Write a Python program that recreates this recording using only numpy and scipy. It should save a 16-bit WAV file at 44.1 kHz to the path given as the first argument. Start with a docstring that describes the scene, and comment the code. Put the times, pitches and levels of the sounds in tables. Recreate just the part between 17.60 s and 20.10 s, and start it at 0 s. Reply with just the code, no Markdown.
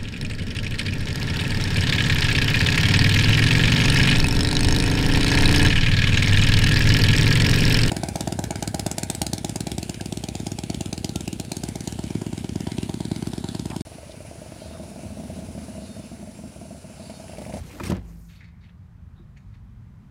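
"""A car seatback is unlatched and drops flat with a thump inside a quiet cabin.
A low rumble, with hiss and a hum, lies under the scene; upholstery slides first, as friction noise in grains.
The latch then knocks and grinds, exciting metal resonances, while pushes make the padded frame boom and settle.
Faint scuffs, one early and the rest after the drop, rub and ring small loose parts; one late push is faint."""
import sys
import numpy as np
from scipy import signal
from scipy.io import wavfile

SR = 44100
rng = np.random.default_rng(int(sys.argv[2]) if len(sys.argv) > 2 else 0)


def dump_mix(stems):
    """Bounce the given channels to the path in sys.argv[1] as a 16-bit WAV at rate SR."""
    frames = np.atleast_2d(stems).T  # one column per channel
    limited = np.clip(frames, -1, 1)  # hard clip at full scale
    pcm = np.round(limited * 32767).astype(np.int16)
    wavfile.write(sys.argv[1], SR, pcm)


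N = 110250  # samples, 2.5 s
RUN_IN = 8000  # samples that let the filters settle

# pushes on the padded frame: (time [s], level [dB], tilt towards the upper modes [dB per octave])
FRAME_PUSHES = [(0.206, -46, 14), (0.231, -26.5, -3), (0.266, -28, -1), (0.295, -21.5, 1),
                (0.309, -20, -1.5), (0.322, -19.5, 1.5), (0.381, -27, -8.5), (1.596, -52.5, 7)]
# modes of the padded frame and cabin: (frequency [Hz], level [dB], decay time T60 [s])
FRAME_MODES = [(52.53, -17, 1), (93.2, 0.5, 0.2), (188.7, 1, 0.12), (257, -9.5, 0.086), (342.7, -10, 0.13)]
PUSH_TOP_HZ = 485  # softness of the pushes

# latch knocks: (time [s], ring level [dB], tilt towards the upper modes [dB per octave],
# crack level [dB], crack top [Hz])
LATCH_KNOCKS = [(0.199, -42, 4, -44, 12000), (.204, -41.5, 3.5, -41, 2500), (0.2354, -62, 14.5, -37, 11400),
                (0.246, -51, -6, -41.5, 2970), (0.298, -39, -32, -41, 10100),
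                (0.307, -36, -5, -42.5, 10000), (.319, -32.5, 0, -33, 4300), (0.331, -37, -7.5, -72, 3000),
                (.35, -54, -15, -50, 9000), (.366, -51, -13, -45, 6000)]
# latch housing modes: (frequency [Hz], level [dB], decay time T60 [s])
HOUSING_MODES = [(349, -9.5, 0.072), (603, 6.5, 0.019), (955, 7, 0.022), (1290, 6.5, 0.025),
                 (1790, 4, 0.016), (2436, -5, 0.028)]
CRACK_T60_S, CHATTER_S = .028, .005
# grinding of the latch metal: (time [s], level [dB])
GRIND_LEVEL = [(.234, -54), (.237, -42), (.265, -42.5), (.29, -45.5), (.308, -42.5), (.335, -72)]
# resonances of the latch metal under grinding: (frequency [Hz], width [Hz], level [dB])
GRIND_RESONANCES = [(2500, 550, 0), (5640, 270, -3.5), (9120, 550, -5)]
# the resonances swell and fade about this moment, over a broad scrape
SING_TIME_S, SING_SPREAD_S, SCRAPE_TOP_HZ = 0.2704, 0.0094, 5760

# upholstery sliding: (time [s], level [dB])
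SLIDE_LEVEL = [(0, -88), (.03, -79), (.05, -61.5), (.19, -58), (.33, -59), (.37, -69), (.39, -69),
               (.445, -70), (.496, -61.5), (.525, -65.5), (.6, -64.5), (.68, -64.5), (.775, -71.5),
               (.81, -83)]
# spectrum of the sliding: (frequency [Hz], relative level [dB per Hz])
SLIDE_SPECTRUM = [(3600, -4), (5800, 7.5), (10000, 3.5), (16000, 1.5)]
SLIDE_GRAINS_PER_S = 7500
# thin tones that come and go in the slide: (frequency [Hz])
SLIDE_TONES_HZ = [5700, 6900, 9700, 11700]
SLIDE_TONE_WIDTH_HZ, SLIDE_TONE_DB = 84, -21
# frame and padding working: (time [s], level [dB])
CREAK_LEVEL = [(0, -53), (.1, -47.5), (.22, -43), (.31, -36), (.375, -42), (.41, -53), (.62, -64)]
# spectrum of the creak: (frequency [Hz], relative level [dB per Hz])
CREAK_SPECTRUM = [(220, 6.5), (1400, -13), (2400, -14.5), (3200, -22), (5500, -25.5)]

# faint scuffs and rattles: (time [s], length [s], level [dB], centre [Hz], width [octaves])
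SCUFF_EVENTS = [(0.083, 0.06, -54, 2310, 0.68), (0.685, 0.063, -59, 2560, 1.33),
                (0.749, 0.14, -63.5, 3270, 1.12), (0.805, 0.03, -51.5, 2050, 0.42),
                (0.866, 0.17, -69.5, 2000, 0.38), (1.006, 0.017, -65.5, 4200, 0.56),
                (1.03, 0.069, -63.5, 2340, 1.1), (1.551, 0.08, -75, 3780, 0.08),
                (1.567, 0.076, -68, 945, 0.9), (1.76, 0.019, -58.5, 2150, 0.66),
                (1.766, 0.013, -64.5, 5530, 0.8), (1.794, 0.16, -78.5, 2940, 4.5),
                (1.934, 0.021, -61, 2070, 1.7)]
SCUFF_RISE_S, SCUFF_FADE_S = .013, .028
# resonances of small loose parts: (frequency [Hz])
LOOSE_PARTS_HZ = [1060, 1380, 1760, 2140, 2540, 3750, 4400, 6660]
RATTLE_T60_S = 0.012
RUB_DB = -1.5  # plain rubbing beside the rattle

# cabin rumble: (time [s], level [dB])
RUMBLE_LEVEL = [(0, -33.5), (.1, -44), (.55, -43), (.75, -47), (1.3, -45), (1.75, -43.5), (2.3, -42.5),
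                (2.5, -44.5)]
# spectrum of the rumble: (frequency [Hz], relative level [dB per Hz])
RUMBLE_SPECTRUM = [(24, -11.5), (55, 3), (100, 2), (170, -7.5), (220, -7.5), (255, -20)]
RUMBLE_TOP_HZ = 229
# hiss of cabin air and microphone: (time [s], level [dB])
HISS_LEVEL = [(0, -66.5), (2.5, -64)]
# spectrum of the hiss: (frequency [Hz], relative level [dB per Hz])
HISS_SPECTRUM = [(250, 4), (500, -7), (1030, -5), (2000, -11.5), (3000, -19), (10000, -30), (16000, -34)]
# wavering hum: (time [s], level [dB])
HUM_LEVEL = [(0, -48.5), (1.12, -52), (1.25, -47), (1.5, -64)]
HUM_HZ, HUM_WIDTH_HZ = 168.66, 2.9

STOPBAND_HZ = 16100  # 40 dB down from here upwards


def from_db(db):
    """Decibel law: twenty decibels are a factor of ten in amplitude."""
    return 10 ** (np.asarray(db) / 20)


def rms_one(x):
    """Normalisation of the mean power: the signal is scaled to rms 1."""
    return x / np.sqrt(np.mean(x ** 2) + 1e-20)


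def level(rows):
    """Amplitude envelope: gain linear in dB between rows, dropping to -120 dB within 0.1 s of the last."""
    time, db = np.transpose(rows)
    time, db = np.append(time, time[-1] + .1), np.append(db, -120)
    return from_db(np.interp(np.arange(N) / SR, time, db))


def butter(x, order, hz, kind="low"):
    """Butterworth filtering: a maximally flat pass band."""
    return signal.sosfilt(signal.butter(order, hz, kind, fs=SR, output="sos"), x)


def drift(rate):
    """Slow random modulation: noise through two equal poles at rate [Hz], scaled to rms 1."""
    step = 40  # samples between computed values
    pole = np.exp(-2 * step * np.pi * rate / SR)
    noise = rng.standard_normal(N // step + 2002)
    slow = signal.lfilter([1], [1, -2 * pole, pole * pole], noise)[2000:]
    return np.interp(np.arange(N) / step, np.arange(len(slow)), rms_one(slow))


def ring(x, hz, t60):
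    """Damped resonance: a unit click sets off a decaying sine of initial height 1."""
    radius, angle = from_db(-60 / (t60 * SR)), 2 * np.pi * hz / SR
    return signal.lfilter([0, np.sin(angle)], [1, -2 * radius * np.cos(angle), radius * radius], x + 1e-18)


def ring_t60(width_hz):
    """Reciprocity of bandwidth and decay: a narrow resonance rings long."""
    return 2.2 / width_hz


def grains(rate, spread_db):
    """Granular excitation: random clicks of uneven size and either sign, with a run-in."""
    size = from_db(spread_db * np.minimum(rng.exponential(1, N + RUN_IN), 4))
    sign = rng.choice([-1, 1], N + RUN_IN)
    return size * sign * (rng.random(N + RUN_IN) < rate / SR)


def white():
    """White noise: two unrelated signals with equal power at all frequencies, with a run-in."""
    return rng.standard_normal((2, N + RUN_IN))


def coloured(spectrum, sources, patchy_db, rate):
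    """Spectral shaping: third-octave bands of two alternating sources, each flickering; rms 1 in sum."""
    hz, db = np.transpose(spectrum)
    octaves = np.log2(min(hz[-1], 17000) / hz[0])
    edges = hz[0] * 2 ** np.arange(0, octaves + .3, 1 / 3)
    out = 0
    for k, (low, high) in enumerate(zip(edges, edges[1:])):
        band = butter(sources[k % 2], 2, [low, high], "band")[-N:]
        band_db = np.interp(np.log(low * high) / 2, np.log(hz), db)
        out = out + band * from_db(band_db + patchy_db * drift(rate))
    return rms_one(out)


def strike(times, db, modes, tilt_db):
    """Modal superposition: every blow excites every mode, with a random variation in strength."""
    out = 0
    for k, (hz, mode_db, t60) in enumerate(modes):
        tilt = tilt_db * np.log2(hz / modes[1][0])  # zero at the second mode
        gain = from_db(db + mode_db + tilt + 2 * rng.standard_normal(len(times)))
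        clicks = np.zeros(N)
        # neighbouring modes start in opposite directions
        np.add.at(clicks, (times * SR).astype(int), gain * (-1) ** k)
        out = out + ring(clicks, hz, t60)
    return out


def padded_frame():
    """Impulse response of low modes: soft pushes, low-pass filtered, make the padded frame boom."""
    time, db, tilt_db = np.transpose(FRAME_PUSHES)
    return butter(strike(time, db, FRAME_MODES, tilt_db), 2, PUSH_TOP_HZ)


def latch_knocks():
    """Repeated impact: one strong touch on the housing, two weaker ones in either order, and a noisy crack."""
    time, ring_db, tilt_db, crack_db, top_hz = np.transpose(LATCH_KNOCKS)
    lag = CHATTER_S * rng.random((len(time), 3)) * [0, 1, 1]
    hit_times = (time[:, None] + lag).ravel()
    hit_db = (ring_db[:, None] - 4 * np.arange(3)).ravel()
    out = strike(hit_times, hit_db, HOUSING_MODES, np.repeat(tilt_db, 3))
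    noise = butter(white()[0, :N], 1, 500, "high")
    t = np.arange(N) / SR
    for start, db, hz in zip(time, crack_db, top_hz):
        crack = rms_one(butter(noise, 2, hz))
        decay = from_db(db - 60 * np.maximum(t - start, 0) / CRACK_T60_S)
        out = out + crack * (t >= start) * decay
    return out


def latch_grind():
    """Resonance under friction: irregular slips excite the latch metal over a broad flickering scrape."""
    slips = grains(2500, spread_db=1.0)[:N]
    singing = sum(from_db(db) * rms_one(ring(slips, hz, ring_t60(width)))
                  for hz, width, db in GRIND_RESONANCES)
    swell = np.exp(-.5 * ((np.arange(N) / SR - SING_TIME_S) / SING_SPREAD_S) ** 2)
    scrape = rms_one(butter(slips, 1, [800, SCRAPE_TOP_HZ], "band")) * from_db(2 * drift(120))
    return level(GRIND_LEVEL) * (scrape + singing * swell)


def upholstery_slide():
    """Sliding friction: cloth moves in fine grains, which also excite thin wavering tones."""
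    fine = [grains(SLIDE_GRAINS_PER_S, spread_db=-2.5) for _ in range(2)]
    tones = 0
    for hz in SLIDE_TONES_HZ:
        tone = rms_one(ring(fine[0], hz, ring_t60(SLIDE_TONE_WIDTH_HZ))[-N:])
        tones = tones + from_db(SLIDE_TONE_DB + 6 * drift(12)) * tone
    cloth = coloured(SLIDE_SPECTRUM, fine, patchy_db=2.5, rate=20)
    return level(SLIDE_LEVEL) * (cloth + tones)


def padding_creak():
    """Internal friction: frame and padding work in sparser grains of darker spectrum."""
    coarse = [grains(3000, spread_db=2.5) for _ in range(2)]
    return level(CREAK_LEVEL) * coloured(CREAK_SPECTRUM, coarse, patchy_db=2.5, rate=20)


def scuffs():
    """Selective excitation: short rubs shake the loose parts that ring near each scuff's centre."""
    t = np.arange(N) / SR
    rub = grains(3000, spread_db=-2.5)[:N]
    parts = np.array([rms_one(ring(grains(1500, spread_db=4.0)[:N], hz, RATTLE_T60_S))
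                      for hz in LOOSE_PARTS_HZ])
    out = 0
    for start, length, db, hz, octaves in SCUFF_EVENTS:
        share = np.exp(-2 * (np.log2(np.array(LOOSE_PARTS_HZ) / hz) / octaves) ** 2)
        rattle = rms_one(share @ parts)
        edge = 2 ** np.clip(abs(octaves) / 2, .05, 1.2)
        rubbing = rms_one(butter(rub, 2, [hz / edge, hz * edge], "band"))
        since = np.maximum(t - start, 0)
        rise = np.minimum(since / SCUFF_RISE_S, 1)
        sag = since / (2 * abs(length))
        fade = np.maximum(since - length, 0) / SCUFF_FADE_S
        out = out + from_db(db) * rise * np.exp(-sag - fade) * (rattle + from_db(RUB_DB) * rubbing)
    return out * from_db(2 * drift(25))  # uneven strength


def cabin_rumble():
    """Band-limited noise: a flickering low spectrum, cut steeply at its top."""
    rumble = coloured(RUMBLE_SPECTRUM, white(), patchy_db=2.0, rate=8.6)
    return level(RUMBLE_LEVEL) * butter(rumble, 6, RUMBLE_TOP_HZ)


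def cabin_hum():
    """Narrow-band noise: a sharp resonance driven by white noise wavers in strength."""
    hum = ring(white()[0], HUM_HZ, ring_t60(HUM_WIDTH_HZ))[-N:]
    return level(HUM_LEVEL) * rms_one(hum)


def hiss():
    """Broadband noise: cabin air and microphone give a spectrum that falls towards the treble."""
    return level(HISS_LEVEL) * coloured(HISS_SPECTRUM, white(), patchy_db=.5, rate=10)


def scene():
    """Linear superposition: the pressures of all sources add."""
    seatback = padded_frame() + latch_knocks() + latch_grind() + upholstery_slide() + padding_creak()
    background = cabin_rumble() + cabin_hum() + hiss()
    return (seatback + scuffs() + background)[None]


def record(dry):
    """Band limitation: the microphone loses the deepest bass, and the top is cut steeply."""
    firm = butter(dry, 1, 25, "high")
    return signal.sosfilt(signal.cheby2(14, 40, STOPBAND_HZ, fs=SR, output="sos"), firm)


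dry = scene()
out = record(dry)
dump_mix(out)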